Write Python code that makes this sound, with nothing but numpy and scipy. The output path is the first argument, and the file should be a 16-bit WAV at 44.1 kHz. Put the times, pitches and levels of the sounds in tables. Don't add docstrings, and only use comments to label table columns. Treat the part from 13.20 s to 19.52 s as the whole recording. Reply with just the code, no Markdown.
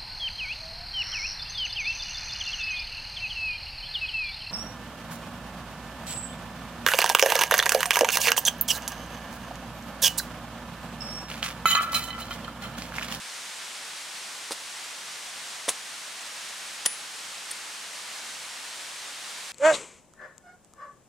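import sys
import numpy as np
from scipy import signal
from scipy.fft import rfft, irfft, next_fast_len
from scipy.io import wavfile

SR = 44100
rng = np.random.default_rng(int(sys.argv[2]) if len(sys.argv) > 2 else 0)


def to_wav(s):
    ch = np.atleast_2d(s).T
    pcm = np.round(np.clip(ch, -1, 1) * 32767)
    wavfile.write(sys.argv[1], SR, pcm.astype(np.int16))


N = 278712


def gain_of(db):
    return 10 ** (np.asarray(db) / 20)


def evened(x):
    return x / np.sqrt(np.mean(x ** 2) + 1e-20)


def read(points, hz):
    f, value = np.transpose(points)
    return np.interp(np.log(hz + 1), np.log(f + 1), value)


def clock(size):
    return np.arange(size) / SR


def dying(t, t60):
    return np.exp(-np.log(1000) * t / t60)


def swelling(t, rise):
    return 1 - np.exp(-t / rise)


def add(mix, s, sound):
    part = mix[:, round(s * SR):][:, :sound.shape[-1]]
    part += sound[..., :part.shape[1]]


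def played(table, source):
    mix = np.zeros((2, N))
    for s, *settings in table:
        add(mix, s, source(*settings))
    return mix


def without_bass(x, low_cut_hz):
    return signal.sosfilt(signal.butter(3, low_cut_hz, "high", fs=SR, output="sos"), x)


def ring(modes):
    t = clock(size=SR // 2)
    return sum(gain_of(db) * dying(t, t60) * np.sin(2 * np.pi * hz * t) for hz, db, t60 in modes)


def flutter(top_hz):
    slow = signal.butter(3, top_hz, fs=SR, output="sos")
    return evened(signal.sosfilt(slow, rng.standard_normal(SR // 4)))


def rough_note(hz, rough=0.22, flutter_hz=700):
    level = 1 + rough * flutter(flutter_hz)[-len(hz):]
    return level * np.sin(2 * np.pi * np.cumsum(hz) / SR)


# (frequency [Hz], relative level [dB per Hz])
HISS_COLOUR = [(15, -52), (30, -33), (64, -28.5), (110, -17), (200, -11.5), (380, -11), (560, -6),
               (900, -2), (1900, 0), (4000, -1), (8800, -4.5), (10500, -10.5), (12500, -18.5), (15800, -28)]
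# (frequency [Hz], left-right likeness [0-1])
HISS_LIKENESS = [(30, 0.56), (120, 1), (290, 0.92), (640, 0.77), (1400, 0.72), (3100, 0.7), (7000, .76),
                 (11000, 1)]


def hiss(level_db=-38.5, waver_db=0.32):
    size = next_fast_len(N)
    hz = np.fft.rfftfreq(size, 1 / SR)
    mid, side = rfft(rng.standard_normal((2, size))) * gain_of(read(HISS_COLOUR, hz))
    same = np.clip(read(HISS_LIKENESS, hz), 0, 1)
    side = side * np.sqrt((1 - same) / (1 + same))
    pair = irfft(np.array([mid + side, mid - side]), size)[:, :N]
    t = clock(size=N)
    waver_hz = np.geomspace(.5, 10, 20)
    waver = evened(sum(np.sin(2 * np.pi * (f * t + rng.random())) for f in waver_hz))
    return gain_of(level_db + waver_db * waver) * evened(pair)


def foliage(x, t60=0.065, wet_db=-19, echoes_per_s=3000, first_s=.003):
    t = clock(size=SR // 4)
    present = rng.random((2, len(t))) < echoes_per_s / SR
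    taps = rng.standard_normal((2, len(t))) * present * dying(t, t60) * (t > first_s)
    taps = taps / np.linalg.norm(taps, axis=1, keepdims=True)
    return gain_of(wet_db) * signal.fftconvolve(x, taps, axes=1)[:, :N]


# (frequency [Hz], relative level [dB], t60 [s])
PING_MODES = [(9829, -16, .02), (9829, -26.5, .34), (9843, -35.5, .35)]


def ping(s=3.661, gain_db=0.8):
    mix = np.zeros((2, N))
    add(mix, s, gain_of(gain_db) * ring(PING_MODES))
    return mix


def thud(db, top_hz, t60=0.16, rise=0.0026):
    t = clock(size=SR // 2)
    low_band = signal.butter(2, [top_hz / 2, top_hz], "band", fs=SR, output="sos")
    rumble = signal.sosfilt(low_band, rng.standard_normal(SR))[-len(t):]
    return gain_of(db) * evened(rumble) * swelling(t, rise) * dying(t, t60)


# (multiple of its note, relative level [dB], t60 when ringing freely [s])
STEM_MODES = [(.6, -18, .022), (.86, -16, .027), (1.04, -2.5, 0.022), (1.8, -6, 0.017), (2.4, -16, 0.011)]


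def knock(db, note_hz, freedom, tilt_db, rise=0.00043, low_cut_hz=190):
    modes = []
    for multiple, level, t60 in STEM_MODES:
        tilted_db = level + tilt_db * np.log2(multiple)
        modes.append((note_hz * multiple, tilted_db, t60 * freedom))
    body = ring(modes)
    body = body * swelling(clock(size=len(body)), rise)
    return gain_of(db) * without_bass(body, low_cut_hz)


# (time [s], level [dB], stem note [Hz], share of its free ringing time,
# tilt of its modes [dB an octave])
KNOCKS_HEARD = [(1.3086, -22, 480, .9, 4.5), (2.4810, -16.5, 530, 1, -2.5), (2.4886, -22, 640, 0.82, 0),
                (3.6560, -24.5, 410, 0.54, -1)]


def knocks():
    return played(KNOCKS_HEARD, knock)


# (multiple of its note, relative level [dB], wait [s])
SPLINTER_NOTES = [(.217, -15, 0), (.4, -13, .002), (1, -2.5, .004), (1.135, -14.5, .003),
                  (1.27, -21.5, 0.0012)]


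def splinter(db, note_hz, length, sag):
    t = clock(size=2048)
    squeak = np.zeros(len(t))
    for multiple, level, wait in SPLINTER_NOTES:
        slide = np.clip((t - wait) / length, 0, 1)
        swell = np.sin(np.pi * slide) ** 2
        pitch = note_hz * multiple * (1 - sag * (slide - .5))
        squeak += gain_of(db + level) * swell * rough_note(pitch)
    return squeak


# (time [s], level [dB], note [Hz], length [s],
# fall of pitch [share of the note])
SPLINTERS_HEARD = [(1.3125, -25, 8900, 0.0078, 0.097), (2.4805, -18.5, 9100, 0.015, 0.019),
                   (3.6555, -19, 9100, 0.009, 0.052), (4.3060, -22.5, 9000, 0.0094, 0.017),
                   (4.3150, -31, 9070, 0.0047, 0.019)]


def splinters():
    return played(SPLINTERS_HEARD, splinter)


# (frequency [Hz], relative level [dB per Hz])
FIBRE_COLOUR = [(40, -56), (120, -32), (230, -1), (400, 2.5), (1100, 2), (2000, -0.5), (3500, -1.5),
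                (5500, -2), (7500, -1.5), (9200, -0.5), (11000, -5.5), (13000, -17.5), (16000, -22)]


def fibre_click(size, tilt_db, wood_hz, wood_db, wood_octaves=0.15):
    hz = abs(np.fft.fftfreq(size, 1 / SR))
    octaves_away = np.log2((hz + 1) / wood_hz)
    wood = wood_db * np.exp(-.5 * (octaves_away / wood_octaves) ** 2)
    tilt = tilt_db * np.log2(hz / 4000 + 0.017)
    log_colour = np.log(gain_of(read(FIBRE_COLOUR, hz) + wood + tilt))
    minimum_phase = np.exp(np.conj(signal.hilbert(log_colour)))
    return np.fft.ifft(minimum_phase).real


def tear(db, hold, t60, tilt_db, wood_hz, wood_db, width, fibres_per_s=16000, spread_db=2.5, rise=0.000095):
    t = clock(size=4096)
    click = fibre_click(len(t), tilt_db, wood_hz, wood_db)
    shape = (2, len(t))
    sizes = gain_of(spread_db * rng.standard_normal(shape)) * rng.choice([-1, 1], shape)
    strain = swelling(t, rise) * dying(np.maximum(t - hold, 0), t60)
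    volleys = sizes * (rng.random(shape) < fibres_per_s / SR) * strain
    mid, side = (evened(signal.fftconvolve(volley, click)[:len(t)]) for volley in volleys)
    pair = np.array([mid + width * side, mid - width * side])
    return gain_of(db) * pair * np.sqrt(np.mean(strain ** 2))


# (time [s], level [dB], hold [s], t60 [s], treble tilt [dB an octave],
# wood resonance [Hz], its lift [dB], stereo width [0-1])
TEARS_HEARD = [(1.3084, -34, .002, 0.018, 1, 10000, 3, .13),
               (1.3155, -31.5, 0.0071, 0.013, -.3, 1500, 0, 0),
               (1.3243, -32.5, .003, 0.055, 1.5, 4400, 2, 0), (2.4810, -30, 0.003, 0.013, 1.5, 1110, 5, 0),
               (2.4861, -23, 0.0053, 0.015, -0.1, 3400, 9, 0.06),
               (2.4883, -31, 0.00084, 0.011, -3, 950, 6, 0),
               (2.4920, -21, 0.0033, 0.02, 3.5, 7250, 5, 0.05),
               (2.4980, -28.5, .004, 0.076, 0.5, 10200, 5.5, 0),
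               (3.6543, -28, .0008, 0.016, 0, 4420, -3, 0), (3.6583, -25, 0.0023, 0.013, 1.7, 8000, 1, 0.6),
               (3.6602, -18.5, .0015, .008, 4.5, 5210, 7, 0.95),
               (3.6620, -21, 0.0026, .022, 1.9, 10400, 1, 0), (4.3085, -37, 0.008, .035, 6, 3650, 14, 0)]


def tears():
    return played(TEARS_HEARD, tear)


def crack(db, note_hz, t60, hollow_db, hollow_hz, low_cut_hz=600):
    t = clock(size=4096)
    scatter = 0.15
    click = rough_note(note_hz * (1 + scatter * flutter(1500)[:len(t)]))
    core = gain_of(db) * swelling(t, rise=0.00017) * dying(t, t60) * click
    hollow = gain_of(hollow_db) * swelling(t, rise=0.0011) * dying(t, t60=0.024)
    hollow = hollow * rough_note(np.full(len(t), hollow_hz))
    return without_bass(core + hollow, low_cut_hz)


# (time [s], click level [dB], click note [Hz], click t60 [s],
# hollow level [dB], hollow note [Hz], thud level [dB], thud top [Hz])
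CRACKS_HEARD = [(1.3211, -12.5, 4030, 0.0033, -38, 1900, -82, 110),
                (2.4890, -18, 3350, .006, -26.5, 1900, -54, 125),
                (3.6607, -8, 2830, 0.0037, -23, 1945, -70, 80)]


def cracks():
    mix = np.zeros((2, N))
    for s, *settings, thud_db, thud_hz in CRACKS_HEARD:
        add(mix, s, crack(*settings))
        add(mix, s, thud(thud_db, thud_hz))
    return mix


def scene():
    near = knocks() + splinters() + tears() + cracks()
    return hiss() + foliage(near) + ping() + near


def record(dry):
    edge_hz = 15900
    lowpass = signal.firwin(401, edge_hz, window=("kaiser", 9), fs=SR)
    return signal.oaconvolve(dry, lowpass[None], "same", axes=1)


dry = scene()
out = record(dry)
to_wav(out)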